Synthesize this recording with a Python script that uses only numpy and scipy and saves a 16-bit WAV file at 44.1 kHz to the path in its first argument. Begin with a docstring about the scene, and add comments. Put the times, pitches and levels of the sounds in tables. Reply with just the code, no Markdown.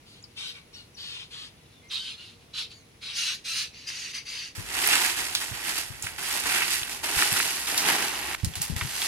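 """Drongos, then dry palm fronds

Quiet open country: drongos scold from a tree with harsh rasps, voiced squawks and a few thin chips. Then the
scene changes: someone carries a bundle of dry palm fronds over fallen leaves, from the right towards the
middle. Leaves crush, leaflets rub, crackle and snap, stalks knock, and puffs of wind bump the microphone. The
scene changes once more, cutting the rustle off, and at last the bundle is lowered."""
import sys
import numpy as np
from scipy import signal
from scipy.fft import rfft, irfft, next_fast_len
from scipy.io import wavfile
from scipy.ndimage import map_coordinates

SR = 44100
rng = np.random.default_rng(int(sys.argv[2]) if len(sys.argv) > 2 else 0)


def output_pcm(signal):
    """Save a mono or channel-first signal as 16-bit PCM at the path in sys.argv[1].

    Samples are clipped to [-1, 1] before scaling.
    """
    pcm = np.clip(np.atleast_2d(signal).T, -1, 1) * 32767
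    wavfile.write(sys.argv[1], SR, np.round(pcm).astype(np.int16))


N = 399987
TIME = np.arange(N) / SR
CHANGE_S, SECOND_CUT_S = 4.55, 8.352   # the walk begins; the scene cuts again

# Colour of distant air and of breeze on the microphone. Each row: frequency in Hz, relative level in dB.
AIR_COLOUR = [(15, -46), (27, -11.5), (112, -0.5), (196, -6), (438, -10.5), (501, -14), (604, -14),
              (1630, -20), (2240, -15.5), (3930, -21.5), (5010, -23), (6040, -22.5), (7280, -28.5),
              (8320, -28.5), (15000, -35)]
BREEZE_COLOUR = [(20, -8), (60, 4), (130, -7.5), (300, -21.5), (700, -3)]
# How alike the two microphones hear air and foliage. Each row: frequency in Hz, correlation.
AIR_LIKENESS = [(60, 1), (290, 0.79), (640, 0.066), (3000, 0.019), (12000, 0.049)]
FOLIAGE_LIKENESS = [(300, 1), (900, 0.6), (1700, 0.41), (3000, 0.22), (7000, 0.31), (13000, 0.091)]
# Eddies right at the microphone.
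# Each row: start in seconds, relative level in dB, pitch in Hz, left minus right in dB.
WIND_BUMPS = [(4.579, -31, 99, 21), (5.514, -34, 113, -11), (5.902, -35.5, 97, 18), (6.038, -38, 93.5, 15),
              (6.817, -43, 78, 17), (7.167, -30, 70.5, 16), (7.319, -34, 108, 42), (8.432, -20.5, 98, -15),
              (8.469, -26, 87, 17), (8.567, -34, 95, 19), (8.6, -36.5, 133, 22), (8.698, -27, 158, 23),
              (8.721, -25.5, 77.5, 18), (8.76, -30.5, 79, 17), (8.819, -28.5, 92, 18),
              (8.844, -29, 112, 14.0)]
# Where the birds and the bundle are, seen from the microphones.
# Each row: time in seconds, lag of the left channel in samples, left minus right in dB.
BIRD_PATH = [(1.5, -6, 2.5), (1.8, 0, 0)]
BUNDLE_PATH = [(4.6, 5.6, -3), (6.4, 5.04, -3.5), (7.3, 4.16, -2), (8.2, 2.24, -2), (9.0, 1.6, -1.5)]

# Thin chips and soft notes from the tree.
# Each row: start and length in seconds, first and last pitch in Hz, level in dB.
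CHIPS = [(0.226, 0.0032, 8100, 6200, -42.5), (0.236, 0.01, 5850, 3860, -37.5),
         (0.729, 0.036, 5620, 5440, -48), (0.94, 0.023, 6340, 5200, -51), (1.348, .14, 1314, 1220, -56.5),
         (1.722, 0.12, 3660, 3420, -60), (1.81, 0.097, 2070, 2140, -58), (1.878, 0.033, 6300, 5630, -53),
         (3.47, 0.096, 1664, 1640, -57)]
# Voiced squawks. Each row: start and length in seconds, first, held and last pitch in Hz, level in dB.
SQUAWKS = [(.735, .085, 1330, 1460, 1350, -55), (1.41, .08, 1800, 1680, 1580, -53),
           (1.915, .235, 900, 1590, 1100, -45), (2.17, .09, 1400, 1470, 1290, -51),
           (2.535, .095, 1530, 1560, 980, -42), (2.708, .12, 2170, 2250, 2050, -60),
           (3.175, .07, 1360, 1362, 1350, -37.5), (3.27, .07, 1400, 1490, 1380, -41),
           (3.475, .085, 1380, 1362, 1360, -39.5)]
# Relative levels of a squawk's harmonics in dB, from the fundamental up.
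SQUAWK_HARMONICS_DB = [-10, 5, 2.5, -10, -13]
# Throat colour of the three kinds of rasp. Each row: frequency in Hz, relative level in dB.
SCOLD_THROAT = [(700, -30), (994, -20), (1360, -15.5), (2010, -18.5), (2780, -7), (3700, -2), (4260, -3),
                (4760, -10), (5540, -13), (8480, -14), (9140, -16.5), (10600, -12), (12700, -36),
                (14000, -38)]
SCREECH_THROAT = [(700, -28), (1620, -10), (2400, -9), (2750, -1), (3310, -4.5), (4150, 0), (5400, -8),
                  (6360, -4), (7480, -19.5), (9030, -7.5), (10900, -22), (13000, -21), (14000, -53)]
HISS_THROAT = [(700, -29), (866, -27.5), (1480, -20.5), (1950, -13), (2330, -9.5), (2780, -2), (3400, -7),
               (4700, 0), (5270, -13), (6120, -1), (7200, -14.5), (10200, -14), (14000, -31)]
# Harsh calls. Each row: start and length in seconds, relative level in dB, slide of the resonances as
# a share of their pitch (positive sinks), piercing resonance in Hz, its share in dB, then the low
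# range and the treble in dB against the middle range.
RASPS = [(0.047, 0.15, -55, 0.038, 4460, -5, -15, -10), (0.358, 0.15, -36, 0.0036, 3070, -8, -14, -12.5),
         (0.529, 0.06, -48, 0.047, 2310, -5, -6, -13), (0.721, 0.099, -49, -0.0079, 4250, -3, -11, -10),
         (0.96, 0.27, -40.5, 0.1, 3710, -17, -14, -15.5), (1.296, 0.17, -43, 0.012, 3370, -9, -12, -13),
         (1.895, 0.1, -33, 0.022, 3860, -0.5, -14.5, -13.5),
         (2.007, 0.13, -39, 0.025, 3460, -7, -17.5, -14), (2.166, .15, -49, -0.0083, 3830, -12, -13, -13),
         (2.527, 0.056, -37, -0.019, 4020, 1, -13, -15), (2.561, 0.065, -31, 0.019, 3830, -11, -18, -16.5),
         (2.695, 0.032, -45, 0.027, 4460, -2, -12, -14),
         (3.008, 0.16, -36.5, 0.0081, 3850, -15, -15, -16.5), (3.143, 0.14, -30, -0.03, 3340, -12, -13, -6),
         (3.241, 0.1, -31.5, 0.06, 3850, -13, -11.5, -7.5),
         (3.438, 0.153, -32.5, -0.024, 4200, -15, -15, -4.5), (3.54, 0.095, -30, 0.03, 4740, -12, -13, -7),
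         (3.722, 0.19, -48, 0.031, 5540, -14, -10, -12), (3.861, 0.045, -34, 0.02, 4940, 0, -5, -3.5),
         (3.902, 0.21, -38, -0.026, 4130, -12, -6, -5.5), (4.125, 0.06, -34, -0.0044, 4750, -6.5, -6, -6.5),
         (4.247, 0.23, -37.5, -0.002, 4680, -4.5, -6, -6.5)]
# Rising buzzes that end two loud rasps.
# Each row: start and length in seconds, first and last rate in pulses per second.
BUZZES = [(3.244, .09, 260, 600), (3.549, .09, 230, 600)]

# Colour of dry leaves on the ground and of the fronds. Each row: frequency in Hz, relative level in dB.
LEAF_COLOUR = [(76, -29), (130, -9.5), (211, -6), (365, 1.5), (460, -3.5), (531, -8.5), (731, 0),
               (852, 2.5), (1220, -3), (1580, 3.5), (1800, -3), (2340, -60)]
FROND_COLOUR = [(530, -43), (900, 1.5), (1220, -5), (1900, 1), (2830, -0.5), (4250, -14), (4680, -12),
                (8450, -18.5), (10900, -14), (14200, -21.5), (14900, -34)]
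# Narrow resonances of the camera body that colour the rustle, in Hz.
CAMERA_RINGS_HZ = [743, 833, 1900, 2650]
# Stalks knocking. Each row: start in seconds, level in dB, pitch in Hz, t60 in seconds.
KNOCKS = [(4.9327, -16, 2100, .06), (6.62, -18.5, 2050, .04), (7.2228, -11.5, 1900, .02),
          (7.4008, -13.5, 1900, .018), (8.3473, -20, 2150, .014), (8.811, -22.5, 1750, .05)]
# Leaflets snapping. Each row: start in seconds, relative peak in dB, pitch in Hz,
# share of the splinter tail in dB, share of the bright tick in dB.
SNAPS = [(4.875, 1.5, 2390, -8, 15), (6.024, -14, 6950, -4, -3), (6.0685, -14.5, 1980, -6.5, -20),
         (5.3502, -2, 3840, -8, -20), (6.8321, -11, 2750, -14, -8), (7.188, -6, 1960, -3, 4),
         (7.328, -4.5, 1930, -15, 16), (7.3624, -8.5, 2010, -1, -5), (7.777, -5, 5170, -1, 7),
         (8.4469, -7.5, 6700, -14, 10), (8.537, -22.5, 2760, -2, 6), (8.5552, -10, 3780, -5, 10),
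         (8.618, -4.5, 9050, -8, -24), (9.0177, -10.5, 3000, -9, -5)]
# The bundle swaying. Each row: start, rise and t60 in seconds, level in dB,
# then crushed leaves and crackle in dB against the rubbing.
SWISHES = [(4.63, 0.32, 0.98, -23.5, -9.5, 1), (4.96, 0.085, 0.61, -28, -11.5, 2),
           (5.59, 0.11, 0.42, -30.5, -7.5, 2), (5.72, 0.065, 0.34, -29.5, -10, 4.5),
           (6.16, 0.19, 0.62, -29.5, -10, 5), (6.4, 0.16, 0.96, -26, -11.5, -1.5),
           (6.63, 0.1, 0.45, -27.5, -12, 6.5), (6.83, 0.1, 0.32, -35.5, -2, 6.5),
           (7.05, 0.17, 1.28, -25, -8.5, 2.5), (7.29, 0.11, 2.04, -29, -6.5, 5),
           (7.69, 0.24, 1.2, -27, -3, -3), (7.84, 0.042, 0.5, -24, -6, 0), (8.04, 0.27, 1.6, -35, -4, -1.5),
           (8.79, 0.31, .6, -29, -8.5, 6)]
# Sudden crunches. Each row: start and t60 in seconds, level in dB, crackle in dB against the rubbing.
CRUNCHES = [(4.548, 0.81, -42.5, 3.5), (4.76, 0.37, -34, -14), (5.168, 1.5, -32, 3),
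            (5.399, 0.73, -33.5, 3), (5.532, 0.97, -38, -1), (6.03, 0.4, -37, 3), (6.179, 3.4, -37, -0.5),
            (6.453, 0.76, -29, 1), (7.03, 1.2, -30, -0.5), (7.178, 0.27, -28, 10), (7.36, 0.18, -31.5, 6),
            (7.668, 3, -31, 3), (8.017, 0.86, -32.5, 4), (8.442, 0.15, -35.5, 11), (8.551, 0.46, -37.5, 7),
            (8.612, 0.39, -32.5, 8), (8.758, 1.24, -36, 2.5)]
# Feet pressing through leaf litter. Each row: start in seconds, level in dB.
FOOTFALLS = [(6.349, -34), (6.455, -36.5), (7.72, -35.5), (7.945, -32.5)]


def from_db(db):
    """Decibels to gain."""
    return 10 ** (np.asarray(db) / 20)


def unit_rms(x):
    """Scale so that the mean of the channels has rms 1."""
    return x / np.sqrt(np.mean(np.atleast_2d(x).mean(0) ** 2) + 1e-20)


def coloured(x, points, to_gain=from_db):
    """Filter by a table over log frequency."""
    size = next_fast_len(N, True)
    hz, value = np.transpose(points)
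    freqs = np.maximum(np.arange(size // 2 + 1) * SR / size, 1)
    gain = to_gain(np.interp(np.log(freqs), np.log(hz), value))
    return irfft(rfft(x, size) * gain, size)[..., :N]


def band(x, low_hz, high_hz, order=4):
    """Causal band-pass."""
    sos = signal.butter(order, [low_hz, min(high_hz, .47 * SR)], "band", fs=SR, output="sos")
    return signal.sosfilt(sos, x)


def drift(rate_hz):
    """Smooth random wandering with rms 1."""
    pole = np.exp(-2 * np.pi * rate_hz / SR)
    return unit_rms(signal.lfilter([1], [1, -2 * pole, pole * pole], rng.standard_normal(N + SR))[SR:])


def add(out, s, sound):
    """Mix a short sound in at s seconds."""
    start = int(s * SR)
    out[..., start:start + sound.shape[-1]] += sound[..., :N - start]


def shares(low_db, top_db):
    """Gains of the low, middle and top ranges; their powers add up to 1."""
    gains = from_db([low_db, np.zeros_like(low_db), top_db])
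    return gains / np.sqrt(np.sum(gains ** 2, axis=0))


def pan(side_db):
    """Gains of left and right, side_db apart."""
    return from_db(np.array([[side_db], [-side_db]]).reshape(2, -1) / 2)


def placed(x, path):
    """A source off to one side reaches the far microphone later and weaker."""
    times, lags, sides_db = np.transpose(path)
    left = map_coordinates(x[0], [np.arange(N) - np.interp(TIME, times, lags)], order=3, mode="nearest")
    return np.array([left, x[1]]) * pan(np.interp(TIME, times, sides_db))


def noise_pair(likeness):
    """White noise at two microphones, more alike in the bass."""
    mid = coloured(rng.standard_normal(N), likeness, lambda c: np.sqrt(1 + np.clip(c, -1, 1)))
    side = coloured(rng.standard_normal(N), likeness, lambda c: np.sqrt(1 - np.clip(c, -1, 1)))
    return np.array([mid + side, mid - side])


def open_air(rumble_db=-56.5, hiss_db=-74.0, drone_db=-71.5, breeze_db=-57.5, gust_db=2.0):
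    """Far rumble throughout; a faint drone and thin hiss at the tree, a light breeze on the walk."""
    rumble = from_db(rumble_db) * unit_rms(coloured(noise_pair(AIR_LIKENESS), AIR_COLOUR))
    hiss = from_db(hiss_db) * unit_rms(band(rng.standard_normal((2, N)), 9900, 10600, order=2))
    drone = from_db(drone_db) * unit_rms(band(rng.standard_normal(N), 455, 485, order=2))
    gusts = from_db(-gust_db * np.array([drift(7.7), drift(3.3)]))
    airflow = band(coloured(rng.standard_normal((2, N)), BREEZE_COLOUR), 46, 514)
    breeze = from_db(breeze_db) * unit_rms(airflow * gusts) * pan(side_db=6.2)
    return rumble + np.where(TIME < CHANGE_S, hiss + drone, breeze)


def wind_bumps(rise_s=0.0057, gain_db=0.5, wake_db=-7.5, wake_t60=0.17):
    """An eddy hits mainly one microphone: a swing of pressure, then a turbulent wake."""
    out, t = np.zeros((2, N)), TIME[:SR // 3]
    for s, db, hz, side_db in WIND_BUMPS:
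        swing = np.sin(2 * np.pi * hz * t) * t / rise_s * np.exp(1 - t / rise_s)
        turbulence = unit_rms(band(rng.standard_normal(len(t)), 70, 182, order=2))
        wake = turbulence * from_db(wake_db - 60 * t / wake_t60)
        add(out, s, from_db(db + gain_db) * (swing + wake) * pan(side_db) / pan(side_db).mean())
    return out


def foliage_echo(x, t60, stir_hz=3):
    """Dense little reflections in the tree, different on each side and changing as the leaves stir."""
    t = TIME[:SR // 4]
    weights = np.array([drift(stir_hz) for _ in range(4)])
    out = 0
    for weight in weights / np.linalg.norm(weights, axis=0):
        tails = rng.standard_normal((2, len(t))) * from_db(-60 * t / t60)
        tails /= np.sqrt(np.sum(tails ** 2) / 2)
        out = out + weight * signal.oaconvolve(np.atleast_2d(x), tails, axes=1)[:, :N]
    return out


def chips(jitter=.028):
    """Tiny gliding chips and soft notes, slightly hoarse from a trembling pitch."""
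    out, tremble = np.zeros(N), 1 + jitter * drift(300)
    for s, length, start_hz, end_hz, db in CHIPS:
        start, count = int(s * SR), int(length * SR)
        glide = np.linspace(start_hz, end_hz, count) * tremble[start:start + count]
        add(out, s, from_db(db) * np.hanning(count) * np.sin(2 * np.pi * np.cumsum(glide) / SR))
    return out


def squawks(jitter=.026, waver=.016):
    """Voiced notes, strongest in the second harmonic: the pitch slides in, wavers and drops."""
    out, tremble = np.zeros(N), 1 + jitter * drift(320) + waver * drift(40)
    for s, length, start_hz, held_hz, end_hz, db in SQUAWKS:
        start, count = int(s * SR), int(length * SR)
        progress = np.arange(count) / count
        pitch = held_hz + (start_hz - held_hz) * (1 - progress) ** 4 + (end_hz - held_hz) * progress ** 6
        phase = 2 * np.pi * np.cumsum(pitch * tremble[start:start + count]) / SR
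        tone = sum(from_db(level) * np.sin(k * phase) for k, level in enumerate(SQUAWK_HARMONICS_DB, 1))
        add(out, s, from_db(db) * unit_rms(tone) * np.sqrt(np.sin(np.pi * progress)))
    return out


def syrinx(pulses_per_s=300.0, jitter=.018, sway=.12, gate_depth=.25, rasp_share=.1, buzz_share=.75):
    """The voice organ gives uneven pulses and pulsed hiss; in a buzz the pulses take over and speed up."""
    rate = pulses_per_s * (1 + sway * drift(4))
    pulse_share = np.full(N, rasp_share)
    for s, length, start_rate, end_rate in BUZZES:
        inside = (TIME >= s) & (TIME < s + length)
        rate[inside] = np.geomspace(start_rate, end_rate, inside.sum())
        pulse_share[inside] = buzz_share
    cycles = np.cumsum(rate * (1 + jitter * drift(120))) / SR
    pulses = np.diff(np.floor(cycles), prepend=0) * np.sqrt(SR / rate)
    gate = 1 + gate_depth * np.cos(2 * np.pi * cycles)
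    hiss = unit_rms(gate * rng.standard_normal(N))
    return np.sqrt(pulse_share) * pulses + np.sqrt(1 - pulse_share) * hiss


def call_force(attack_s=0.022, arch_db=4, release_db_per_s=336, chatter_db=-67, chatter_sway_db=3):
    """Each call starts fast, arches and dies away; farther birds chatter in between."""
    power = from_db(chatter_db + chatter_sway_db * drift(19)) ** 2
    for s, length, db, *_ in RASPS:
        age = TIME - s
        sag_db = arch_db * (2 * np.clip(age / length, 0, 1) - 1) ** 2
        release_db = release_db_per_s * np.clip(age - length, 0, 1)
        power += (np.clip(age / attack_s, 0, 1) * from_db(db - sag_db - release_db)) ** 2
    return np.sqrt(power)


def throat_wander(x, slide_s, waver_s=0.00107):
    """The throat never holds still: a moving time shift slides and wavers all its resonances."""
    shift_s = slide_s + waver_s * drift(5.76)
    return map_coordinates(x, [np.arange(N) + SR * shift_s], order=3, mode="nearest")


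def piercing(source, width_hz=90, linger_s=.05):
    """One sharp resonance of the throat, set anew for each call and gone soon after it."""
    out = np.zeros(N)
    for s, length, _, _, hz, *_ in RASPS:
        span = slice(int(s * SR), int((s + length + linger_s) * SR))
        out[span] = unit_rms(signal.lfilter(*signal.iirpeak(hz, hz / width_hz, fs=SR), source[span]))
    return out


def rasps(gain_db=-2.0, scold_until_s=3.13, screech_until_s=3.71):
    """The syrinx sounds through the sliding throat: first scolds, then screeches, then hisses."""
    force, source = call_force(), syrinx()
    rows = np.array(RASPS)
    current_call = np.maximum(np.searchsorted(rows[:, 0], TIME) - 1, 0)
    s, length, _, slide, _, ring_db, low_db, treble_db = rows[current_call].T
    progress = np.clip((TIME - s) / length, 0, 1)
    slide_s = slide * length * progress * (1 - progress)
    throats = SCOLD_THROAT, SCREECH_THROAT, HISS_THROAT
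    turns = [TIME < scold_until_s, TIME < screech_until_s, TIME < CHANGE_S]
    voices = [throat_wander(coloured(source, throat), slide_s) for throat in throats]
    call = from_db(ring_db) * throat_wander(piercing(source), slide_s, waver_s=.00015)
    ranges_hz = (820, 2200), (2200, 5500), (5500, 15500)
    for gain, edges in zip(shares(low_db, treble_db), ranges_hz):
        call += gain * np.select(turns, [unit_rms(band(voice, *edges)) for voice in voices])
    return call * force * from_db(gain_db) / np.sqrt(1 + from_db(ring_db) ** 2)


def drongos(early_db=-1.0, late_db=-11.5):
    """All the birds, reaching the microphones through the foliage of their tree."""
    calls = rasps() + squawks() + chips()
    early = from_db(early_db) * foliage_echo(calls, t60=0.068)
    late = from_db(late_db) * foliage_echo(calls, t60=0.27)
    return placed(calls + early + late, BIRD_PATH)


def knocks(band_ratio=1.5):
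    """Thick stalks knock together: a short woody burst with little treble."""
    out, t = np.zeros(N), TIME[:SR // 10]
    for s, db, hz, t60 in KNOCKS:
        decay = from_db(-60 * t / t60)
        burst = band(rng.standard_normal(len(t)) * decay, hz / band_ratio, hz * band_ratio, order=2)
        add(out, s, from_db(db) * burst * np.linalg.norm(decay) / np.linalg.norm(burst))
    return placed([out, out], BUNDLE_PATH)


def snaps(crack_t60=0.016, tail_t60=0.21, tick_t60=.0035, band_ratio=1.28,
          break_db=17.0, spill_db=-22.0, gain_db=-3.0):
    """A stiff leaflet gives way: a sharp break, a bright tick, a pitched crack and a tail of splinters."""
    out, t = np.zeros((2, N)), TIME[:SR // 6]
    for s, db, hz, tail_db, tick_db in SNAPS:
        noise = rng.standard_normal(len(t)) + .5 * rng.standard_normal((2, len(t)))
        decay = from_db(-60 * t / crack_t60) + from_db(tail_db - 60 * t / tail_t60)
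        burst = noise * decay + from_db(break_db) * (t == 0)
        tick = from_db(spill_db) * burst + noise * from_db(tick_db - 60 * t / tick_t60)
        crack = band(burst, hz / band_ratio, hz * band_ratio, order=1)
        snap = crack + band(tick, 7400, 12000, order=2)
        add(out, s, from_db(db + gain_db) * snap / np.abs(snap).max())
    return placed(out, BUNDLE_PATH)


def fractures(per_s, spread_db, t60):
    """Power of many tiny breaks: random times, a few large among many small, each dying fast."""
    sizes = from_db(spread_db * np.minimum(rng.exponential(1, N), 5))
    breaks = (rng.random(N) < per_s / SR) * sizes ** 2
    power = signal.lfilter([1], [1, -from_db(-120 / (t60 * SR))], breaks + 1e-18)
    return power / power.mean()


def stirring(carry_db=-47.5, rise_curve=1.12, attack_s=0.0066, crunch_leaves_db=-6.5,
             foot_t60=0.11, foot_leaves_db=12, foot_crackle_db=-19):
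    """Gains of crushing, rubbing and crackling: swishes, crunches and footfalls swell and die away."""
    crunches = [(s, attack_s, t60, db, crunch_leaves_db, top_db) for s, t60, db, top_db in CRUNCHES]
    footfalls = [(s, attack_s, foot_t60, db, foot_leaves_db, foot_crackle_db) for s, db in FOOTFALLS]
    carried = from_db(carry_db) * shares(low_db=-7, top_db=1.5)   # the fronds are never quite still
    power = np.outer(carried, np.ones(N)) ** 2
    for s, rise, t60, db, leaves_db, crackle_db in [*SWISHES, *crunches, *footfalls]:
        # the scene cuts again and the ongoing rustle stops abruptly
        age = TIME[:int((SECOND_CUT_S - s) * SR)] if s < SECOND_CUT_S else TIME[:SR]
        swell = np.minimum(age / rise, 1) ** rise_curve
        gain = swell * from_db(db - 60 * np.maximum(age - rise, 0) / t60)
        add(power, s, np.outer(shares(leaves_db, crackle_db), gain) ** 2)
    return np.sqrt(power)


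def rustle(large_share=0.3, flutter_db=0.16, ring_db=-0.5, ring_q=110):
    """Leaves crush underfoot, leaflets rub, edges and tips crackle; large breaks sound in them all."""
    crush, rub, crackle = stirring()
    noise = noise_pair(FOLIAGE_LIKENESS)
    large = fractures(per_s=800, spread_db=3.0, t60=.022)
    noise = placed(noise * from_db(flutter_db * drift(33.0)), BUNDLE_PATH)

    def grains(small, colour, low_hz, high_hz):
        """Bursts in the colour of the foliage, with a few fixed narrow rings from the camera body."""
        bursts = noise * np.sqrt(large_share * large + (1 - large_share) * small)
        foliage = band(coloured(bursts, colour), low_hz, high_hz)
        rings = sum(signal.lfilter(*signal.iirpeak(hz, ring_q, fs=SR), foliage) for hz in CAMERA_RINGS_HZ)
        return foliage + from_db(ring_db) * rings

    leaves = grains(fractures(per_s=1800, spread_db=1.0, t60=0.049), LEAF_COLOUR, 110, 1136)
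    leaflets = grains(fractures(per_s=1800, spread_db=2.7, t60=.012), FROND_COLOUR, 1200, 4000)
    edges = grains(fractures(per_s=3000, spread_db=2.5, t60=.008), FROND_COLOUR, 4000, 8500)
    tips = grains(fractures(per_s=2200, spread_db=3.1, t60=.006), FROND_COLOUR, 8500, 17000)
    tips[0] = coloured(tips[0], [(9000, 1.0), (13000, -7)])   # the far microphone loses the very top
    return crush * unit_rms(leaves) + rub * unit_rms(leaflets) + crackle * unit_rms(edges + tips)


def scene():
    """Open air throughout; first the birds in their tree, then the walk through the leaves."""
    air, birds = open_air(), drongos()
    walk = rustle() + snaps() + knocks() + wind_bumps()
    return air + np.where(TIME < CHANGE_S, birds, walk)


def record(dry, cutoff_hz=15800):
    """The recorder cuts the top steeply."""
    return signal.sosfilt(signal.ellip(10, .1, 80, cutoff_hz, fs=SR, output="sos"), dry)


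dry = scene()
out = record(dry)
output_pcm(out)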